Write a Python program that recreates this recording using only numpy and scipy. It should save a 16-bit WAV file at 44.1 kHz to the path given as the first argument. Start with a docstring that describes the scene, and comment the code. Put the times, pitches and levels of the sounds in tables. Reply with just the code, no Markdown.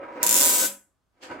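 """Two polished magnet balls roll together on a wooden table in a small room and snap shut.
They rebound ever faster, from a rattle to a rising buzz, spinning on the table until they lock.
Then fingers brush over the table, take hold of the pair and roll it.
Each collision is an impulse turned into a bright click, with echoes and metallic overtones.
Rolling is a stream of tiny random knocks that ring the wood; skin and air are shaped noise."""
import sys
import numpy as np
from scipy import signal
from scipy.fft import rfft, irfft
from scipy.io import wavfile
from scipy.ndimage import uniform_filter1d

SR = 44100
rng = np.random.default_rng(int(sys.argv[2]) if len(sys.argv) > 2 else 0)


def dump_mix(stems):
    """Bounce the given channels to the path in sys.argv[1] as a 16-bit WAV at rate SR."""
    frames = np.atleast_2d(stems).T  # one column per channel
    limited = np.clip(frames, -1, 1)  # hard clip at full scale
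    pcm = np.round(limited * 32767).astype(np.int16)
    wavfile.write(sys.argv[1], SR, pcm)


N = 61740
TIME = np.arange(N) / SR

# First collisions, nearly equal in strength, following each other ever faster.
# Each row: time in seconds, strength in dB.
FIRST_SNAPS = [(.2301, 1), (.2649, 2), (.2918, 2.5), (.3108, 1.5), (.3271, 1), (.3423, 1.5), (.3547, .5),
               (.3657, 2.5), (.3767, .5), (.3867, -.5), (.3953, -.5), (.4039, 1), (.4114, 0), (.4189, -.5),
               (.4266, -1), (.4334, .5)]
# The buzz that follows. Each row: time in seconds, collisions per second.
BUZZ_SPEED = [(.4335, 139), (.4830, 185), (.5332, 250), (.56, 310), (.59, 338), (.615, 485), (.672, 900)]

CLICK_GAIN_DB = 8  # shared by the clicks and their metallic overtones
TONE_WAVER_HZ, TONE_WAVER_S = 6.4, .016  # rms pitch waver and its smoothing time


def amp(db):
    """Turns decibels into a gain."""
    return 10 ** (np.asarray(db) / 20)


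def unit(x):
    """Scales a sound to an rms of one."""
    return x / np.sqrt(np.mean(x ** 2) + 1e-20)


def read(points, hz):
    """Reads a curve between its points on a log-frequency axis."""
    f, value = np.transpose(points)
    return np.interp(np.log(hz + 1), np.log(f + 1), value)


def level(points, t):
    """Gain along a curve of seconds and dB, silent outside it."""
    s, db = np.transpose(points)
    inside = (t >= s[0]) * (t <= s[-1])
    return amp(np.interp(t, s, db)) * inside


def convolve(x, h):
    """Convolves every channel and keeps the scene's length."""
    return signal.fftconvolve(np.atleast_2d(x), np.atleast_2d(h), axes=1)[:, :N]


def colour(points, peaks=(), size=8192):
    """Filter with a broad spectrum and resonances on top, starting at once, with an energy of one."""
    hz = abs(np.fft.fftfreq(size, 1 / SR))
    power = amp(read(points, hz)) ** 2
    for f, width, db in peaks:
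        power = power + amp(db) ** 2 / (1 + ((hz - f) / width) ** 2) ** 2
    # The Hilbert transform finds the phase that puts the energy as early as possible.
    spectrum = np.exp(np.conj(signal.hilbert(.5 * np.log(power + 1e-10))))
    h = np.fft.ifft(spectrum).real[:size // 2]
    return h / np.linalg.norm(h)


def impulses(times, gains):
    """Places one impulse at each time."""
    places = np.round(np.asarray(times) * SR).astype(int)
    return np.bincount(np.clip(places, 0, N - 1), gains, N)


def pan(db):
    """Left and right gains for a level difference, left minus right."""
    return amp(np.vstack([db, -db]) / 2)


def wander(seconds):
    """Smooth random motion with an rms of one: noise averaged twice over a short window."""
    size = int(seconds * SR)
    smooth = uniform_filter1d(rng.standard_normal(N), size)
    return unit(uniform_filter1d(smooth, size))


def wavering_phase(hz):
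    """Running phase, in radians, of a tone whose pitch wavers at random."""
    return 2 * np.pi * np.cumsum(hz + TONE_WAVER_HZ * wander(TONE_WAVER_S)) / SR


def narrow(x, points):
    """Scales the difference between left and right, band by band."""
    mid, side = (x[0] + x[1]) / 2, (x[0] - x[1]) / 2
    width = read(points, np.fft.rfftfreq(2 * N, 1 / SR))
    side = irfft(rfft(side, 2 * N) * width)[:N]
    return np.array([mid + side, mid - side])


def scatter(t60, rise, size=512):
    """A brief smear of noise for each microphone, with a nearly flat spectrum."""
    t = TIME[:size]
    shape = np.minimum((t + 1 / SR) / rise, 1) * amp(-60 * np.maximum(t - rise, 0) / t60)
    h = rng.standard_normal((2, size)) * shape
    for _ in range(2):  # flatten the spectrum, then restore some of the fade
        z = rfft(h, 2 * size)
        h = irfft(z / (abs(z) + 1e-9))[:, :size] * np.sqrt(shape)
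    return h / np.linalg.norm(h, axis=1, keepdims=True)


def room(x, size=24000):
    """Diffuse tail of the small room: noise in which each band dies at its own speed."""
    # Each row: frequency in Hz, time to fall by 60 dB in seconds.
    decay_times = [(100, 0.39), (220, 0.44), (520, 0.2), (800, 0.34), (1000, 0.29), (1600, 0.32),
                   (4000, 0.21), (7500, 0.3), (11000, 0.27), (16000, 0.21)]
    onset_s = 0.0063
    hz, t, z = signal.stft(rng.standard_normal((2, size)), SR, nperseg=256)
    fade = amp(-60 * t / read(decay_times, hz)[:, None])
    tail = signal.istft(z * fade, SR, nperseg=256)[1][:, :size]
    tail = tail * np.minimum(TIME[:size] / onset_s, 1) ** 2
    return convolve(x, tail / np.linalg.norm(tail[0]))


def air():
    """The very quiet floor of the room: steady noise, partly shared by both channels."""
    # Colour of the floor. Each row: frequency in Hz, level in dB.
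    air_colour = [(20, -6), (55, 0.5), (130, -4), (400, -13), (1200, -14.5), (2200, -24.5), (8000, -29.5),
                  (16000, -37)]
    noise = rng.standard_normal((2, N)) + rng.standard_normal(N)
    return amp(-75.5) * unit(convolve(noise, colour(air_colour)))


def fingers():
    """Skin sliding over the wood, and short scuffs, as the hands close on the pair: shaped noise."""
    # Sliding between the scuffs. Each row: time in seconds, level in dB.
    slide = [(1.12, -91), (1.205, -77.5), (1.218, -55), (1.235, -46.5), (1.27, -64), (1.33, -58),
             (1.40, -96)]
    # Fingertips brushing the table and the balls. Each row: start in seconds, level in dB.
    brushes = [(1.229, -46), (1.235, -41), (1.2455, -44), (1.252, -42), (1.313, -45)]
    # Colour of rubbed skin. Each row: frequency in Hz, level in dB.
    skin = [(100, -22.5), (400, -3), (1500, -2), (3000, 2.5), (3800, -5.5), (4600, 0), (5500, -7),
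            (7200, -7), (10000, -19), (15000, -29.5)]
    rise_s, fade_s, room_db = 0.00097, 0.0023, -0.5
    touch = level(slide, TIME)
    for start, db in brushes:
        age = np.maximum(TIME - start, 0)
        touch = touch + amp(db) * np.minimum(age / rise_s, 1) * np.exp(-age / fade_s)
    scuff = convolve(rng.standard_normal((2, N)) * touch, colour(skin))
    return scuff + amp(room_db) * room(scuff)


def standing_waves():
    """Two low resonances that swell under the rolling and hang on after it; the upper one wavers."""
    # Lower resonance. Each row: time in seconds, level in dB.
    hum_level = [(.2, -56.5), (.29, -43), (.42, -47), (.53, -66), (.62, -48.5), (.70, -50), (.77, -59.5),
                 (.83, -75), (.92, -92)]
    # Upper resonance. Each row: time in seconds, level in dB.
    upper_level = [(0, -33.5), (.05, -49), (.14, -41.5), (.2, -50.5), (.46, -36.5), (.62, -59), (.70, -45),
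                   (.76, -54.5), (.81, -75), (.94, -85.5)]
    hum_hz, upper_hz = 201, 553
    hum = level(hum_level, TIME) * np.sin(2 * np.pi * (hum_hz * TIME + rng.random()))
    upper = level(upper_level, TIME) * np.sin(wavering_phase(upper_hz))
    return hum + upper


def rings():
    """Two wavering tones of the table top, heard out of phase at the two microphones."""
    # Lower tone. Each row: time in seconds, level in dB.
    low_level = [(0, -52), (.09, -42.5), (.2, -56), (0.241, -24.5), (0.291, -41.5), (.34, -31.5),
                 (.41, -39), (.46, -25), (.51, -36.5), (.59, -32), (0.654, -50.5), (0.679, -58.5),
                 (.8, -110), (1.28, -79), (1.322, -30.5), (1.345, -51), (1.40, -66)]
    # Higher tone. Each row: time in seconds, level in dB.
    high_level = [(.2, -54), (.33, -41), (.5, -37), (.57, -45), (.63, -32), (.66, -28.5), (.70, -74),
                  (.8, -110), (1.27, -79), (1.305, -38), (1.325, -43.5), (1.40, -57)]
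    low_hz, high_hz, room_db = 970, 1507, -14.5
    phases = np.array([[0], [1.5]])  # left and right, in radians
    tones = np.zeros((2, N))
    for hz, points in [(low_hz, low_level), (high_hz, high_level)]:
        tones += level(points, TIME) * np.sin(wavering_phase(hz) + phases)
    return tones + amp(room_db) * room(tones)


def rolling_grains():
    """Rolling contact: tiny knocks at random moments, up or down and uneven, with an rms of one."""
    grains_per_s, spread_db = 2500, 2.5
    grains = (rng.random((2, N)) < grains_per_s / SR) * rng.choice([-1, 1], (2, N))
    uneven = np.minimum(rng.exponential(1, (2, N)), 3)
    return unit(grains * amp(spread_db * uneven))


def bump_force():
    """Bumps of the balls on the wood: each is a short, rounded push."""
    # Each row: time in seconds, level in dB.
    bumps = [(1.3038, -23.5), (1.3153, -14), (1.3211, -13)]
    contact_s = .0004
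    s, db = np.transpose(bumps)
    contact = np.sin(np.pi * np.minimum(TIME / contact_s, 1)) ** 2
    return convolve(impulses(s, amp(db)), contact / contact.sum())[0]


def table(force):
    """Rolling grains, bumps and the chatter of the collisions ring the wooden table top."""
    # Free rolling of the balls. Each row: time in seconds, level in dB.
    rolling = [(0, -45.5), (.045, -37), (.065, -41.5), (.15, -44), (.172, -35.5), (.19, -40), (.24, -32.5),
               (.33, -39.5), (.46, -34.5), (.53, -36.5), (.59, -38), (.655, -35), (.69, -60.5), (.74, -72)]
    # Rolling in the fingers. Each row: time in seconds, level in dB.
    handling = [(1.10, -98), (1.13, -86.5), (1.17, -69), (1.2, -64), (1.24, -46.5), (1.28, -50),
                (1.315, -35.5), (1.34, -42), (1.40, -42)]
    # Colour of the contact while the balls roll freely. Each row: frequency in Hz, level in dB.
    free_colour = [(50, 0.5), (170, -3.5), (260, -2.5), (400, 1.5), (650, 3.5), (1500, -1.5), (2200, -1.5),
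                   (3000, -0.5), (6000, 0), (16000, 1)]
    # Colour while fingers press the pair onto the wood. Each row: frequency in Hz, level in dB.
    grip_colour = [(50, 5), (150, 1), (320, 0), (550, 3), (1000, 0.5), (1500, -3), (2500, 1), (5000, 2.5),
                   (16000, -1)]
    # Broad response of the table under a rolling ball. Each row: frequency in Hz, level in dB.
    wood = [(40, -20.5), (130, -16), (180, -19), (260, 0.5), (800, -11.5), (1600, -8.5), (2500, -34),
            (3300, -31.5), (6000, -44.5), (9000, -49), (16000, -59.5)]
    # Resonances of the table top. Each row: frequency in Hz, width in Hz, level in dB.
    resonances = [(134, 10, -15), (285.4, 19, 8), (328, 61.5, 2), (520, 35, 3), (606.7, 13, 2.5),
                  (765, 150, -5.5), (983, 21, 6), (1107, 26, -6.5), (1283, 20, 5), (1578, 49, -1),
                  (1900, 300, -11), (2210, 250, -9.5), (2290, 35, -13), (2830, 23, -14)]
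    # Stereo width of the table. Each row: frequency in Hz, factor on the left-right difference.
    table_width = [(60, .3), (200, 0.1), (400, .12), (560, .2), (800, 0.7), (1100, 0.8), (2000, 0.25),
                   (4000, 1)]
    # Fine hiss of the balls as they gather speed. Each row: time in seconds, level in dB.
    hiss_level = [(0, -83), (.11, -63), (.17, -49.5), (.20, -54.5), (.228, -31.5), (.26, -58.5), (.30, -73)]
    # Colour of that hiss. Each row: frequency in Hz, level in dB.
    hiss_colour = [(300, -12.5), (1200, 3.5), (2300, 5), (3300, -12), (5000, -11), (8000, -21),
                   (11000, -42), (16000, -19)]
    wobble_db, wobble_s = 1, .012
    chatter_db, room_db, pan_db = -14, -6.5, -1.33

    # Up to the ringing, the first channel is the middle and the second the left-right difference.
    grains = rolling_grains()
    held = grains * level(handling, TIME)
    held[0] += bump_force()
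    free = grains * level(rolling, TIME) * amp(wobble_db * wander(wobble_s))
    drive = convolve(free, colour(free_colour)) + convolve(held, colour(grip_colour))
    drive[0] += amp(chatter_db) * force
    ring = convolve(drive, colour(wood, resonances))
    mid, side = ring + amp(room_db) * room(ring)
    mid = mid + standing_waves()
    wooden = narrow([mid + side, mid - side], table_width)
    hiss = convolve(grains * level(hiss_level, TIME), colour(hiss_colour))
    return pan(pan_db) * wooden + hiss


def treble_ring(force, size=12000):
    """Narrow metallic overtones that flare whenever the collisions fall in step with them."""
    # Each row: frequency in Hz, time to fall by 60 dB in seconds, level in dB.
    overtones = [(6760, .14, -3), (7400, .12, -2), (7460, .14, -4), (7400, .12, -4), (7680, 0.15, 0),
                 (8070, .12, -1), (8260, 0.079, -1), (9740, 0.077, -2), (12200, .14, -9)]
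    ring_db = -11
    t, ring = TIME[:size], 0
    for hz, t60, db in overtones:
        fade = amp(db) * np.exp(-np.log(1000) * t / t60)
        ring = ring + fade * np.sin(2 * np.pi * (hz * t + rng.random((2, 1))))
    return amp(CLICK_GAIN_DB + ring_db) * convolve(force, ring / np.linalg.norm(ring[0]))


def collisions():
    """Force impulses of the first snaps, and of the buzz whose rebounds come ever faster."""
    # Force of the buzz. Each row: time in seconds, strength of a collision in dB.
    buzz_force = [(.44, -3), (.48, -4.5), (.53, -9.5), (.59, -9.5), (.62, -14), (.655, -16.5),
                  (.672, -21.5)]
    jitter_s, spread_db = .00006, 2
    s, db = np.transpose(FIRST_SNAPS)
    snaps = impulses(s, amp(db))
    # Adding up the rate counts the collisions; each new whole number is one of them.
    count = np.cumsum(np.interp(TIME, *np.transpose(BUZZ_SPEED), left=0, right=0)) / SR
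    times = TIME[1:][np.diff(np.floor(count)) > 0]
    late, strong = rng.standard_normal((len(times), 2)).T
    strength = level(buzz_force, times) * amp(spread_db * strong)
    return snaps, impulses(times + jitter_s * late, strength)


def echo_paths():
    """Mirror images off near surfaces: delayed impulses for left and right, slightly shifted."""
    # Each row: delay in seconds, left level in dB, right level in dB.
    echoes = [(.0019, -2.5, -13), (.0064, -2, -10.5), (.0076, -13.5, -8), (.0089, -9, -19.5),
              (.0112, -20, -13.5), (.0168, -4, -11), (.0235, -10, -17)]
    drift_s = .00012
    delay, left, right = np.transpose(echoes)
    drift = drift_s * rng.standard_normal((len(delay), 2))
    return [impulses(delay + drift[:, 0], amp(left)), impulses(delay + drift[:, 1], amp(right))]


def magnets(snaps, buzz, count=5):
    """Bright clicks and near echoes; the paths, and so the comb of overtones, shift as the pair turns."""
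    # Colour of a first snap. Each row: frequency in Hz, level in dB.
    snap_colour = [(100, -43), (300, -24), (1000, -13.5), (2500, -6.5), (3700, -5), (4500, -6.5),
                   (6000, -3.5), (7000, 2), (7800, 0), (8800, -5), (10000, -0.5), (10800, -4.5),
                   (12300, -0.5), (14200, -7.5), (15600, -4.5)]
    # Brief ring of a hard snap. Each row: frequency in Hz, width in Hz, level in dB.
    snap_peaks = [(3600, 200, -5.5), (5470, 200, -3), (7250, 350, 0.5), (12100, 410, -5.5)]
    # Late collisions are softer and duller. Each row: frequency in Hz, level in dB.
    buzz_colour = [(100, -45), (300, -27.5), (1000, -13), (2500, -6), (3700, -2.5), (4500, -5.5),
                   (6000, -4), (7200, -1), (8800, -3), (10500, -3), (12300, -1.5), (14200, -6), (15600, -8)]
    # Ring of the weak late collisions. Each row: frequency in Hz, width in Hz, level in dB.
    buzz_peaks = [(7700, 350, 1.5), (11500, 620, -4.5)]
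    # Echoes are strongest where the balls first meet. Each row: time in seconds, level in dB.
    echo_level = [(.23, -0.5), (.30, -2), (.40, -7), (.50, -6), (.67, -2)]
    # The near sound is thinner than the room's. Each row: frequency in Hz, level in dB.
    near_colour = [(100, -12), (2500, -7), (4300, -4), (6500, 1), (9000, 0), (12500, 0), (16000, 2.5)]
    pan_start_db, pan_end_db, direct_pan_db = -1, 2, -1  # left minus right
    smear_t60_s, smear_rise_s, room_db = .007, .0006, -2.5

    clicks = convolve(snaps, colour(snap_colour, snap_peaks))
    clicks = clicks + convolve(buzz, colour(buzz_colour, buzz_peaks))
    # The pair swings to the left as it turns.
    turn = np.interp(TIME, [FIRST_SNAPS[0][0], BUZZ_SPEED[-1][0]], [0, 1])
    clicks = clicks * pan(pan_start_db + (pan_end_db - pan_start_db) * turn)
    near, far = 0, 0
    for k in range(count):  # crossfade through several sets of paths
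        part = clicks * np.cos(np.pi / 2 * np.clip(turn * (count - 1) - k, -1, 1))
        paths = echo_paths()
        direct = convolve(part, scatter(smear_t60_s, smear_rise_s))
        echoed = convolve(direct * level(echo_level, TIME), paths)
        near = near + pan(direct_pan_db) * direct + echoed
        far = far + room(part)
    return amp(CLICK_GAIN_DB) * (convolve(near, colour(near_colour)) + amp(room_db) * far)


def scene():
    """Magnets, table and hands in the room."""
    # Stereo width of the rattle. Each row: frequency in Hz, factor on the left-right difference.
    click_width = [(200, .3), (700, .5), (2400, .55), (4500, 0.76), (9000, 0.82), (15000, 1.2)]
    snaps, buzz = collisions()
    force = snaps + buzz
    rattle = narrow(magnets(snaps, buzz), click_width) + treble_ring(force)
    return rattle + table(force) + rings() + fingers() + air()


def record(dry):
    """Soft overload on the sharpest clicks, then bass roll-off and the upper band limit."""
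    limit, bass_hz, edge_hz = 1.3, 35, 15880
    soft = limit * np.tanh(dry / limit)
    wave = signal.sosfilt(signal.butter(2, bass_hz, "high", fs=SR, output="sos"), soft)
    low_pass = signal.firwin(401, edge_hz, window=("kaiser", 9), fs=SR)
    return signal.oaconvolve(wave, low_pass[None], "same")


dry = scene()
out = record(dry)
dump_mix(out)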